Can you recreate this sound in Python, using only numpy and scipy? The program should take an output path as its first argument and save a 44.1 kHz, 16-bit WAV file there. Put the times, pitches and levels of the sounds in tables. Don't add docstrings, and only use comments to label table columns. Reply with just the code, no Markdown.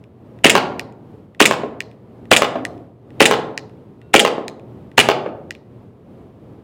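import sys
import numpy as np
from scipy import signal
from scipy.fft import rfft, irfft
from scipy.io import wavfile

SR = 44100
rng = np.random.default_rng(int(sys.argv[2]) if len(sys.argv) > 2 else 0)


def master(y):
    cut = np.clip(np.atleast_2d(y).T, -1, 1)
    pcm = np.round(cut * 32767)
    wavfile.write(sys.argv[1], SR, pcm.astype(np.int16))


N = 292383

# hammer strike in seconds, pellet speed in m/s, level of its slap on the
# cardboard in dB, lead of the trigger take-up before the strike in seconds.
SHOTS = [(0.4449, 81.5, -1.5, 0.056), (1.4033, 81.7, -9.5, 0.055), (2.315, 83.7, -6.5, .060),
         (3.2052, 82.8, -5, 0.1), (4.1409, 80.2, -6.5, .125), (4.9802, 81.8, -5, .064)]
# start in seconds, level in dB.
CURTAIN_HITS = [(1.6348, -35.5), (2.5555, -30.5), (4.381, -36.5), (5.2613, -36)]
# start in seconds, level in dB, time to rest in seconds.
TRIGGER_RESETS = [(0.7944, -3.5, 0.13), (1.8043, -5.5, 0.11), (2.6506, -4.5, .128), (3.5762, -4, 0.12),
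                  (4.4805, -5.5, .116), (5.5069, -10.5, 0.044)]

# frequency in Hz, level in dB, t60 in seconds.
TRIGGER_MODES = [(1954, 2, .012), (2480, -3, .008), (2750, -6, .007), (3375, -9, .008), (5173, -17, .006),
                 (6961, -18, .005), (8102, -19, .005)]
# frequency in Hz, level in dB, t60 in seconds.
PISTOL_MODES = [(2116, -2, .03), (2430, 0, .03), (2790, 0, .028), (3130, -1, .028), (3600, -2, .028),
                (5150, -13, .035), (7110, -9, .035), (8100, -13, .03), (9800, -14, .03), (2525, -22, .18),
                (6621, -28, .16), (6891, -24, .1), (8554, -33, .16), (12310, -26, .06)]
# frequency in Hz, level in dB, t60 in seconds.
PLUCK_MODES = [(1437, 0, .8), (2708, -3, .8), (3741, -9, .7), (4221, -14, .7)]

# frequency in Hz, relative level in dB.
HAMMER_COLOUR = [(30, -25), (140, -10), (450, 3), (800, 7), (1250, 2), (1900, 1.5), (2700, 3), (3800, -8.5),
                 (5400, -21.5), (7500, -18), (11000, -34), (16000, -25.5)]
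# frequency in Hz, relative level in dB.
MUZZLE_COLOUR = [(30, -35), (130, -14.5), (280, 0.5), (450, 0.5), (800, -5), (1300, -18.5), (2700, -6.5),
                 (4000, -20.5), (8000, -24), (16000, -43)]
# frequency in Hz, relative level in dB.
SLIDE_COLOUR = [(30, -28.5), (150, -10.5), (400, -7.5), (1200, -23.5), (1900, 1.5), (2800, 4.5),
                (3700, -2.5), (4400, -16), (5800, -17.5), (7300, -10.5), (9800, -14), (11500, -32.5),
                (16000, -30)]
# frequency in Hz, relative level in dB.
VENT_COLOUR = [(60, -28), (200, -3.5), (500, -1), (1200, 3.5), (2800, -6), (4000, -6), (9000, -25),
               (16000, -29.5)]
# frequency in Hz, relative level in dB.
SPRING_COLOUR = [(2000, -20), (4000, -9), (5000, 1), (6000, -5.5), (7200, 3), (10000, -10.5), (16000, -25)]
# frequency in Hz, relative level in dB.
CARDBOARD_COLOUR = [(30, -32.5), (130, -25), (270, -10.5), (430, -1), (700, -1.5), (1150, -4.5),
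                    (1900, -11), (2700, -10), (4000, -20.5), (6000, -28.5), (10000, -43.5), (16000, -42.5)]
# frequency in Hz, relative level in dB.
CURTAIN_COLOUR = [(60, -27.5), (250, 10.5), (700, 13.5), (1300, -0.5), (3000, -13.5), (8000, -43.5),
                  (16000, -49)]
# frequency in Hz, relative level in dB.
SNAP_COLOUR = [(800, -32), (1900, 5), (2600, -6.5), (4200, -2.5), (6000, -10), (10000, -21), (16000, -26)]

# delay in seconds, level in dB.
NEAR_ECHOES = [(.0075, -21.5), (.0092, -17), (0.0164, -21)]
# delay in seconds, level in dB.
FAR_ECHOES = [(.0018, -10), (.0073, -20.5), (0.0121, -7.5), (0.023, -11.5), (.028, -9)]
# frequency in Hz, relative level in dB.
ROOM_COLOUR = [(60, -10.5), (130, 9.5), (280, 4), (480, 2), (750, -1), (1200, -3), (1800, -6), (2700, -7),
               (4000, -1.5), (8000, -5.5), (16000, -10)]
# frequency in Hz, t60 in seconds.
ROOM_T60 = [(60, 1.1), (130, 1.1), (280, .86), (500, .76), (1200, .66), (2000, .48), (4000, .36),
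            (8000, .29), (16000, .23)]
# frequency in Hz, relative density in dB per Hz.
AIR_COLOUR = [(24, -44), (40, -14), (69, -8), (112, 1), (159, -4), (209, -2), (276, -6), (402, -6),
              (646, -16), (1180, -26), (1520, -33), (3060, -40), (6020, -53), (14800, -56), (16000, -60)]
# frequency in Hz, level in dB.
HUM = [(119.3, -52)]

AIR_DB = -41.5
TARGET_M, SOUND_M_S, USUAL_SPEED_M_S = 7, 343, 82.2
CYCLE_S, BACK_SHARE = .0505, .405
SHOT_DB, HOME_DB = 2.5, -5
CATCH_S, BOUNCE_S = .0016, .009
CATCH_DB, BOUNCE_DB = -9, 4
TAKE_UP_DB, REST_DB, USUAL_RELEASE_S = -42, -41, 0.1
TOUCH_S = .04
PLUCK_S, PLUCK_DB = 4.016, -63


def pistol():
    out = np.zeros(N)

    def clack(at, db, t60):
        add(out, at, undb(db) * blow(SLIDE_COLOUR, t60, grit_db=15.5))
        add(out, at, undb(db - 50) * ring(PISTOL_MODES, scatter_db=6.5))

    def fire(at, db):
        clack(at - .008, db - 7.5, t60=.03)
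        clack(at - .005, db + 5.5, t60=0.027)
        clack(at - .002, db + 16, t60=0.011)
        add(out, at, undb(db + 31.5) * blow(HAMMER_COLOUR, t60=0.019, grit_db=12.0))
        add(out, at + .0105, undb(db + 41.0) * blow(MUZZLE_COLOUR, t60=0.012, grit_db=-3.5))

    def slide_back(at, db):
        for lag in (-.003, .0005):
            clack(at + lag, db + 20.5, t60=0.041)
        add(out, at, undb(db + 17.5) * blow(VENT_COLOUR, t60=0.16, grit_db=15.5))

    def slide_home(at, db):
        clack(at - .013, db + 17.5, t60=0.011)
        for lag in (.0005, .005):
            clack(at + lag, db + 31.5, t60=0.01)
        add(out, at + .005, undb(db + 21) * blow(SPRING_COLOUR, t60=.11, grit_db=24))

    def slide_catch(at, db):
        clack(at, db + 19, t60=0.019)
        add(out, at, undb(db - 11.5) * ring(PISTOL_MODES, scatter_db=5.5))

    for number, (at, speed, _, _) in enumerate(SHOTS, 1):
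        pressure = (speed / USUAL_SPEED_M_S) ** 2
        cycle = CYCLE_S / pressure
        rear = at + BACK_SHARE * cycle
        fire(at, SHOT_DB)
        slide_back(rear, SHOT_DB)
        if number < len(SHOTS):
            slide_home(at + cycle, HOME_DB)
        else:
            caught = rear + CATCH_S
            slide_catch(caught, CATCH_DB)
            slide_catch(caught + BOUNCE_S, CATCH_DB + BOUNCE_DB)
    return room(out, NEAR_ECHOES, wet_db=-12, build_s=.026)


def pellets():
    out = np.zeros(N)
    for fired, speed, db, _ in SHOTS:
        flight = TARGET_M / speed
        sound_return = TARGET_M / SOUND_M_S
        at = fired + flight + sound_return
        tear = blow(SNAP_COLOUR, t60=0.0089, grit_db=5)
        thump = -blow(CARDBOARD_COLOUR, t60=0.037, grit_db=-4.5)
        add(out, at + .001, undb(db + 9) * tear)
        add(out, at + 0.0017, undb(db + 40) * thump)
    for at, db in CURTAIN_HITS:
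        add(out, at, undb(db + 41.5) * blow(CURTAIN_COLOUR, t60=0.055, grit_db=12.0))
    return room(out, FAR_ECHOES, wet_db=-3.5, build_s=0.012)


def trigger():
    snaps, rings = np.zeros(N), np.zeros(N)
    upper_modes = TRIGGER_MODES[1:]

    def snap():
        return blow(SNAP_COLOUR, t60=.004, grit_db=-3)

    add(rings, TOUCH_S, undb(REST_DB) * ring(upper_modes, scatter_db=5.5))
    for fired, _, _, lead in SHOTS:
        add(rings, fired - lead, undb(TAKE_UP_DB) * ring(TRIGGER_MODES, scatter_db=1.5))
    for at, db, release in TRIGGER_RESETS:
        add(snaps, at, undb(db - 2) * snap())
        add(snaps, at + 0.000991, undb(db + 12.0) * snap())
        add(rings, at + 0.0009965, undb(db - 10.0) * ring(TRIGGER_MODES, scatter_db=4.5))
        force = USUAL_RELEASE_S / release
        add(rings, at + release, undb(REST_DB) * force * ring(upper_modes, scatter_db=-6))
    clicks = room(snaps, NEAR_ECHOES, wet_db=-15, build_s=0.012)
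    clicks = clicks + room(rings, NEAR_ECHOES, wet_db=-23.5, build_s=.012)
    out = high_pass(clicks, hz=1500, order=8)
    add(out, PLUCK_S, undb(PLUCK_DB) * ring(PLUCK_MODES, scatter_db=1.5))
    return out


def ventilation():
    t = np.arange(N) / SR

    def walk(count):
        return signal.resample(rng.standard_normal(count), N)

    density_db = on_log_axis(np.fft.rfftfreq(N, 1 / SR), *np.transpose(AIR_COLOUR))
    air = irfft(rfft(rng.standard_normal(N)) * undb(density_db), N)
    air_level = undb(AIR_DB + 2.0 * walk(count=40))
    hum = 0
    for hz, db in HUM:
        level = np.sqrt(2) * undb(db + 2 * walk(count=30))
        hum = hum + level * np.sin(2 * np.pi * hz * t + 0.2 * walk(count=30))
    return air / np.std(air) * air_level + hum


def room(sound, echoes, wet_db, build_s):
    t = seconds(1.3)
    bins = np.fft.rfftfreq(len(t), 1 / SR)
    colour_db = on_log_axis(bins, *np.transpose(ROOM_COLOUR))
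    noise = rfft(rng.standard_normal(len(t))) * undb(wet_db + colour_db)
    centres = np.geomspace(60, 16000, 17)
    tail = 0
    for share, t60 in zip(np.eye(len(centres)), on_log_axis(centres, *np.transpose(ROOM_T60))):
        band = irfft(noise * on_log_axis(bins, centres, share), len(t))
        build_up = 1 - np.exp(-(t / build_s) ** 2)
        envelope = fade(t, t60) * build_up
        tail = tail + band * envelope / np.linalg.norm(envelope)
    tail[0] += 1
    for delay, echo_db in echoes:
        scatter = rng.standard_normal(1024) * fade(t[:1024], delay / 2)
        scatter[0] += 9
        add(tail, delay, undb(echo_db) * scatter / np.linalg.norm(scatter))
    return signal.fftconvolve(sound, tail)[:N]


def blow(colour, t60, grit_db):
    t = seconds(.15)
    burst = rng.standard_normal(len(t)) * fade(t, t60)
    burst *= undb(grit_db) / np.linalg.norm(burst)
    burst[0] += 1
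    return signal.fftconvolve(burst / np.linalg.norm(burst), response(colour))


def ring(modes, scatter_db):
    t = seconds(.3)
    hz, db, t60 = np.transpose(modes)[:, :, None]
    chance = rng.standard_normal((len(modes), 2))
    detuned_hz = hz * (1 + 0.0016 * chance[:, :1])
    level = undb(db + scatter_db * chance[:, 1:])
    return np.sum(level * np.sin(2 * np.pi * detuned_hz * t) * fade(t, t60), axis=0)


def response(colour, size=4096):
    db = on_log_axis(np.fft.rfftfreq(size, 1 / SR), *np.transpose(colour))
    cepstrum = irfft(np.log(undb(db)))
    cepstrum[1:size // 2] *= 2
    cepstrum[size // 2 + 1:] = 0
    return irfft(np.exp(rfft(cepstrum)))[:size // 2]


def high_pass(sound, hz, order):
    return signal.sosfilt(signal.butter(order, hz, "high", fs=SR, output="sos"), sound)


def fade(t, t60):
    return np.exp(-np.log(1000) * t / t60)


def on_log_axis(hz, points, values):
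    return np.interp(np.log(np.maximum(hz, 1)), np.log(points), values)


def undb(db):
    return 10 ** (np.asarray(db) / 20)


def seconds(length):
    return np.arange(int(length * SR)) / SR


def add(track, at, sound):
    i = int(round(at * SR))
    track[i:i + len(sound)] += sound[:N - i]


def scene():
    return (pistol() + pellets() + trigger() + ventilation())[None]


def record(dry):
    thinned = high_pass(np.clip(dry, -1, 1), hz=56, order=2)
    steep_low_pass = signal.ellip(8, .2, 60, 15800, fs=SR, output="sos")
    return signal.sosfilt(steep_low_pass, thinned)


dry = scene()
out = record(dry)
master(out)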